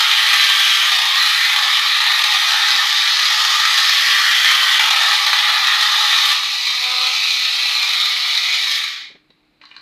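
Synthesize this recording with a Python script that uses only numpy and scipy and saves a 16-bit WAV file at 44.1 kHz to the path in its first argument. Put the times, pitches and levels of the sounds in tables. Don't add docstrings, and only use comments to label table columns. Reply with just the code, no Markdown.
import sys
import numpy as np
from scipy import signal
from scipy.fft import rfft, irfft
from scipy.io import wavfile
from scipy.ndimage import uniform_filter1d, minimum_filter1d

SR = 44100
rng = np.random.default_rng(int(sys.argv[2]) if len(sys.argv) > 2 else 0)


def store_wav(level_fs):
    pcm = np.round(np.clip(np.atleast_2d(level_fs), -1, 1) * 32767)
    wavfile.write(sys.argv[1], SR, pcm.T.astype(np.int16))


N = 432621

# time_s, shaft_speed_hz (turns per second), low_tones_db (before each tone's own level)
SHAFT = [(0, 204, -80.5), (.5, 198.4, -72), (.88, 195.3, -62), (.93, 213.7, -68), (1.149, 223.8, -70),
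         (1.78, 214.7, -77), (1.9, 226.3, -72), (3.1, 220.2, -61), (3.8, 210, -64), (4.55, 192.5, -67),
         (4.77, 190.6, -58), (4.999, 222.6, -61.5), (6.3, 221, -68.5), (6.45, 242.4, -62),
         (6.78, 250, -51.5), (6.86, 250.8, -38), (7.1, 253.4, -39), (7.17, 249.9, -52.5), (7.7, 246, -50.5),
         (8.05, 247, -49), (8.6, 245, -51), (8.72, 238.3, -68), (9.1, 147, -88)]
# start_s, treble_peak_db (sets the strength, up to a cap), thump_db
JOLTS = [(0.918, -10, -60), (0.986, -11.5, -56.5), (1.086, -23, -54), (1.5305, -22.5, -52),
         (1.5594, -11.5, -64), (1.6429, -28.5, -59), (2.0034, -11, -59), (2.0637, -14.5, -65),
         (2.2381, -7, -64), (2.52, -13.5, -65), (2.7524, -20, -45), (3.3021, -13.5, -56),
         (3.7725, -18.5, -62), (4.794, -7, -53), (4.857, -14.5, -53), (4.906, -8.5, -53),
         (4.9608, -12.5, -63), (5.0024, -19.5, -57), (5.2639, -7.5, -52), (5.3282, -19.5, -51),
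         (5.917, -18.5, -64)]
# start_s, peak_db (before echoes), main_pitch_hz, thump_db
CLICKS = [(0.919, -10, 3460, -47), (4.795, -2.5, 1820, -48), (5.329, -2, 1840, -62), (8.67, -12, 3782, -57),
          (9.104, -46, 3540, -53), (9.153, -46.5, 1960, -50), (9.303, -43, 3830, -56),
          (9.613, -33, 2510, -60), (9.636, -31.5, 1120, -71), (9.653, -32, 4250, -71),
          (9.712, -30, 2440, -66), (9.741, -40, 2010, -68), (9.764, -21.5, 4030, -68),
          (9.783, -42, 4080, -67), (9.798, -40, 4220, -64)]
# pitch_hz, width_hz (of one filter pass), level_db
PLASTIC = [(1105, 400, -3.5), (1800, 570, -1.5), (2400, 480, -5.5), (2870, 530, -2), (3700, 400, -6.5),
           (4080, 740, -3)]

USUAL_TURNS_HZ = 225.6
LIFT_S, OFF_S, STILL_S = 6.38, 8.72, 9.21


def gain_of(db):
    return 10 ** (np.asarray(db) / 20)


def evened(x):
    return x / np.sqrt(np.mean(x ** 2) + 1e-20)


def read(points, hz):
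    pitch_hz, level_db = np.transpose(points)
    return np.interp(np.log(hz + 1), np.log(pitch_hz + 1), level_db, left=-99, right=-99)


def add(mix, start_s, sound):
    part = mix[round(start_s * SR):][:len(sound)]
    part += sound[:len(part)]


def coloured(points):
    hz = np.fft.rfftfreq(N, 1 / SR)
    spectrum = rfft(rng.standard_normal(N))
    return evened(irfft(spectrum * gain_of(read(points, hz)), N))


def wander(shape, sizes):
    x = rng.standard_normal(shape)
    for axis, size in enumerate(sizes):
        x = uniform_filter1d(uniform_filter1d(x, size, axis), size, axis)
    return evened(x)


def ring(x, hz, width):
    return signal.lfilter(*signal.iirpeak(hz, hz / width, SR), x)


def by_place(pair, t):
    return np.interp(t, [LIFT_S - .02, LIFT_S + .02], pair)


def run_down_db(t):
    share = np.clip((t - OFF_S) / (STILL_S - OFF_S), 0, 1)
    return 20 * 2.27 * np.log10(np.maximum(1 - share ** 1.45, 1e-4))


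def jolt_strength(peak_db):
    usual_peak_db = -13
    return min(gain_of(peak_db - usual_peak_db), 2.2)


def background():
    # pitch_hz, level_db (per Hz)
    air = [(15, -40), (25, -19), (45, -18), (75, -26), (152, -17), (227, -18), (305, -16), (421, -23),
           (1850, -28), (2230, -22), (3340, -31), (4040, -23), (5880, -45), (15500, -51)]
    # pitch_hz, level_db
    hum_tones = [(301.5, -68), (45, -82)]
    t = np.arange(N) / SR
    hum = np.zeros(N)
    for hz, db in hum_tones:
        level = gain_of(db + 2.5 * wander((N,), (3000,)))
        hum += level * np.sin(2 * np.pi * hz * t + .9 * wander((N,), (3500,)))
    return gain_of(-62.5) * coloured(air) + hum


def side_hiss():
    # pitch_hz, level_db (per Hz)
    hiss = [(25, -7.5), (80, -3.5), (250, -14.5), (600, -23)]
    return gain_of(-87) * coloured(hiss)


def thump(db, rise_s):
    u = np.arange(3000) / SR / rise_s
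    band = signal.butter(2, [150, 560], "band", fs=SR, output="sos")
    low = signal.sosfilt(band, rng.standard_normal(2 * len(u)))[len(u):]
    shape = u * np.exp(1 - u)
    return gain_of(db) * low * shape / np.sqrt((low ** 2 * shape ** 2).sum() / (shape ** 2).sum())


def thumps():
    out, rise_s = np.zeros(N), .007
    for start_s, *_, thump_db in JOLTS + CLICKS:
        add(out, start_s - rise_s, thump(thump_db, rise_s))
    return out


def knock(peak_db, main_hz):
    t = np.arange(3000) / SR
    decay = np.exp(-t / 0.0022) + 0.055 * np.exp(-t / 0.014)
    crack = rng.standard_normal(len(t)) * decay * (1 - np.exp(-t / 0.0008))
    body = .0007 * crack
    for k, (hz, width_hz, db) in enumerate(PLASTIC):
        near_db = 9.4 * np.exp(-((hz - main_hz) / 500) ** 2)
        rung = ring(ring(crack, hz, width_hz), hz, width_hz)
        body += (-1) ** k * gain_of(db + near_db) * rung
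    return gain_of(peak_db) * body / abs(body).max()


def rustle(count):
    grit = rng.standard_normal(count) * gain_of(3.0 * wander((count,), (200,)))
    body = sum(gain_of(db) * ring(ring(grit, hz, width_hz), hz, width_hz) for hz, width_hz, db in PLASTIC)
    return gain_of(-54) * evened(body)


def knocks():
    out, turn_over_s = np.zeros(N), 9.612
    for start_s, peak_db, main_hz, _ in CLICKS:
        add(out, start_s, knock(peak_db, main_hz))
    add(out, turn_over_s, rustle(N - round(turn_over_s * SR)))
    return out


def shaft_turns():
    time_s, speed_hz = np.transpose(SHAFT)[:2]
    speed = np.interp(np.arange(N) / SR, time_s, speed_hz)
    return np.cumsum(speed * (1 + 0.00253 * wander((N,), (700,)))) / SR


def whine(turns):
    # multiple, level_db (before the group's level)
    low_orders = [(1, -26), (2, -9), (3, 0), (4, -1), (5, 3), (6, -8)]
    # multiple, level_db (before the group's level)
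    high_orders = [(7, -12), (9, -5.5), (10, -5), (12, 4), (17, -0.5)]
    # multiple, level_db (before the group's level)
    mesh_orders = [(8, -12), (16, -3.5)]
    t, out = np.arange(N) / SR, np.zeros(N)
    time_s, speed_hz, low_tones_db = np.transpose(SHAFT)
    speed = np.interp(t, time_s, speed_hz)
    low_db = np.interp(t, time_s, low_tones_db)
    sag_hz = np.maximum(USUAL_TURNS_HZ - speed, 0) * (t < LIFT_S)
    high_db = by_place((-48, -43), t) + 0.345 * sag_hz
    mesh_db = by_place((-37, -29.5), t) + .5 * sag_hz
    groups = [(low_orders, low_db, .8), (high_orders, high_db, 3.0), (mesh_orders, mesh_db, 3.0)]
    for orders, level_db, flicker_db in groups:
        for k, db in orders:
            lift_db = by_place((11, 4.5), t) / (1 + ((k * speed - 1920) / 110) ** 2)
            tone = np.sqrt(2) * np.sin(2 * np.pi * (k * turns + rng.random()))
            out += gain_of(level_db + db + lift_db + flicker_db * wander((N,), (900,))) * tone
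    return out * gain_of(2 * run_down_db(t))


def random_taps(per_s, spread_db, most):
    size = gain_of(spread_db * np.minimum(rng.exponential(1, N), most))
    return size * (rng.random(N) < per_s / SR)


def teeth(turns):
    taps = random_taps(9000, 1.09, 6) * rng.choice([-1., 1.], N)
    rattle = 0.23 * random_taps(70, 4.1, 4)
    rattle = signal.lfilter([1], [1, -np.exp(-1 / (0.0037 * SR))], rattle)
    jolts, lift, after = np.zeros(N), np.ones(N), np.arange(2000) / SR
    for start_s, peak_db, _ in JOLTS:
        strength = jolt_strength(peak_db)
        add(jolts, start_s, strength * (np.exp(-after / 0.0045) - np.exp(-after / 0.000486)))
        add(lift, start_s - .014, -np.clip(0.35 * strength, 0, .85) * np.hanning(round(.017 * SR)))
    pressure = 1 + 0.07 * np.cos(2 * np.pi * turns)
    return evened(taps * pressure * (abs(lift) + rattle + jolts))


def body_power(hz, t, body_db, axle_db, rasp_db, fizz_db):
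    widths_hz = [1350, 187, 300, 435, 600]
    # pitch_hz, level_db (per Hz)
    rasp = [(4000, -3), (4800, 0), (5500, -4.5), (6500, -8.5), (7400, -19), (9000, -24.5)]
    # pitch_hz, level_db (per Hz)
    fizz = [(6000, 3.5), (7500, 2.5), (9000, 0.5), (11000, 3.5), (13000, 1), (15500, -5.5)]
    # time_s, pitch_hz
    cover_hz = [(6.3, 2437), (7.0, 2450), (7.7, 2492), (8.0, 2286)]
    speed = np.interp(np.minimum(t, OFF_S), *np.transpose(SHAFT)[:2])
    box_hz = 3650 + 6.9 * (speed - USUAL_TURNS_HZ)
    shell_drift, chassis_db, shell_db, cover_db = wander((4, len(t)), (1, 40))
    centres = [box_hz, 859, 1249 + 35 * shell_drift, 1868, np.interp(t, *np.transpose(cover_hz))]
    widths = [widths_hz[0] * by_place((1.0, 0.97), t), *widths_hz[1:]]
    shapes = [1 / (1 + (2 * (hz[:, None] - centre - 0 * t) / width) ** 2) ** 2.43
              for centre, width in zip(centres, widths)]
    shapes += [gain_of(2 * read(points, hz))[:, None] for points in (rasp, fizz)]
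    shaken = np.zeros(len(t))
    for start_s, peak_db, _ in JOLTS:
        shaken += jolt_strength(peak_db) * (t > start_s) * np.exp(-abs(t - start_s) / 0.13)
    boom_db = 4.5 * np.minimum(shaken, 2)
    levels_db = [0,
                 by_place((-11.5, -10.5), t) + body_db + boom_db + chassis_db,
                 by_place((-1.5, -0.5), t) + body_db + shell_db,
                 by_place((0.5, -7), t) + axle_db,
                 by_place((-8.5, -6.5), t) + cover_db,
                 by_place((5.5, 3.5), t) + rasp_db + .3 * run_down_db(t),
                 by_place((2.5, 2), t) + fizz_db + 0.87 * run_down_db(t)]
    return sum(shape / shape.mean(0) * gain_of(2 * db) for shape, db in zip(shapes, levels_db))


def gears(turns):
    # low_body_db, axle_db, rasp_db, fizz_db
    on_floor = [(0.03, -19, -4, -6, -8.5, -14.5), (0.08, -15, -11, -6.5, -13, -17.5),
                (0.68, -15.5, -9.5, -7.5, -11.5, -15.5), (1.12, -16.5, -10.5, -8.5, -13.5, -18),
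                (1.28, -16.5, -11.5, -5.5, -11.5, -15.5), (1.95, -16.5, -8.5, -7, -13.5, -19.5),
                (2.14, -16.5, -13, -8.5, -13, -18), (2.57, -17.5, -5.5, -4.5, -10, -16.5),
                (3.11, -17.5, -9.5, -5.5, -8.5, -19), (3.5, -19, -3.5, -5, -6, -15.5),
                (3.96, -16, -11, -5.5, -9.5, -16.5), (4.24, -18, -6, -0.5, -9.5, -14.5),
                (4.6, -16.5, -8.5, -6.5, -9.5, -15.5), (5.6, -17, -7, -6, -12.5, -19),
                (6.17, -16, -7, -7, -10.5, -17.5), (6.32, -15.5, -9.5, -9, -13, -16),
                (6.36, -19, -8.5, -15, -11, -21)]
    # time_s, gearbox_db, low_body_db, axle_db, rasp_db, fizz_db
    in_hand = [(6.4, -21.5, -9.5, -4.5, -8, -19), (6.61, -22.5, -12.5, -5, -6.5, -17),
               (6.97, -19, -13, -13, -11, -20.5), (7.3, -19, -17.5, -13, -7.5, -18.5),
               (7.47, -18, -18.5, -13, -10.5, -20.5), (7.98, -19, -14.5, -8, -11, -19),
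               (8.53, -19, -17.5, -14, -9.5, -21), (8.72, -21, -17, -2.5, -7.5, -16.5)]
    # pitch_hz, width_hz, level_db (against the whir there)
    panels = [(844, 49, -3), (1142, 130, -11), (1317, 18, -10.5), (1677, 30, -7.5), (1820, 30, -7),
              (1965, 21, -3), (2200, 100, -3), (2957, 240, -4.5), (3224, 52, -26), (3570, 25, -15),
              (3650, 78, -14), (3814, 28, -22), (3990, 97, -9), (4280, 99, -4.5)]
    frame, overlap = 512, 512 - 128
    hz, t, spectrum = signal.stft(teeth(turns), SR, nperseg=frame, noverlap=overlap)
    time_s, *columns = np.transpose(on_floor + in_hand)
    box_db, *part_levels_db = (np.interp(t, time_s, column) for column in columns)
    power = body_power(hz, t, *part_levels_db)
    patches_db = 1.38 * wander(spectrum.shape, (2, 30)) + 0.46 * wander(spectrum.shape, (8, 8))
    shaped = spectrum * np.sqrt(power) * gain_of(box_db + run_down_db(t) + patches_db)
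    whir = signal.istft(shaped, SR, nperseg=frame, noverlap=overlap)[1][:N]
    ringing = sum(gain_of(db + 0.57 * wander((N,), (3000,))) * ring(whir, pitch_hz, width_hz)
                  for pitch_hz, width_hz, db in panels)
    bass_cut = signal.butter(6, 520, "high", fs=SR, output="sos")
    return signal.sosfilt(bass_cut, whir + ringing)


def room(x):
    fade_s = .27
    at, out, t = np.arange(150, SR // 2, 20), np.zeros(N), np.arange(N) / SR
    for k in range(3):
        echoes = np.zeros(SR // 2 + 20)
        sizes = rng.choice([-1., 1.], len(at)) * gain_of(-60 * at / SR / fade_s)
        echoes[at + rng.integers(0, 20, len(at))] = sizes
        echoes = signal.lfilter(*signal.butter(1, 5000 / SR * 2), echoes)
        share = np.sqrt(2 / 3) * np.cos(np.pi * (1.7 * t + k / 3))
        out += signal.oaconvolve(x * share, echoes / np.linalg.norm(echoes))[:N]
    return out


def scene():
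    turns = shaft_turns()
    car = gain_of(-3.5) * gears(turns) + knocks()
    echoes = gain_of(-7) * room(car)
    mid = car + echoes + thumps() + whine(turns) + background()
    side = side_hiss()
    return np.array([mid + side, mid - side])


def record(dry):
    ceiling, edge_hz = .97, 15750
    room_left = np.minimum(ceiling / (abs(dry).max(0) + 1e-9), 1)
    held = minimum_filter1d(room_left, size=400)
    gain = uniform_filter1d(uniform_filter1d(held, size=200), size=200)
    treble_cut = signal.firwin(511, edge_hz, window=("kaiser", 9), fs=SR)
    return signal.oaconvolve(dry * gain, treble_cut[None], "same")


dry = scene()
out = record(dry)
store_wav(out)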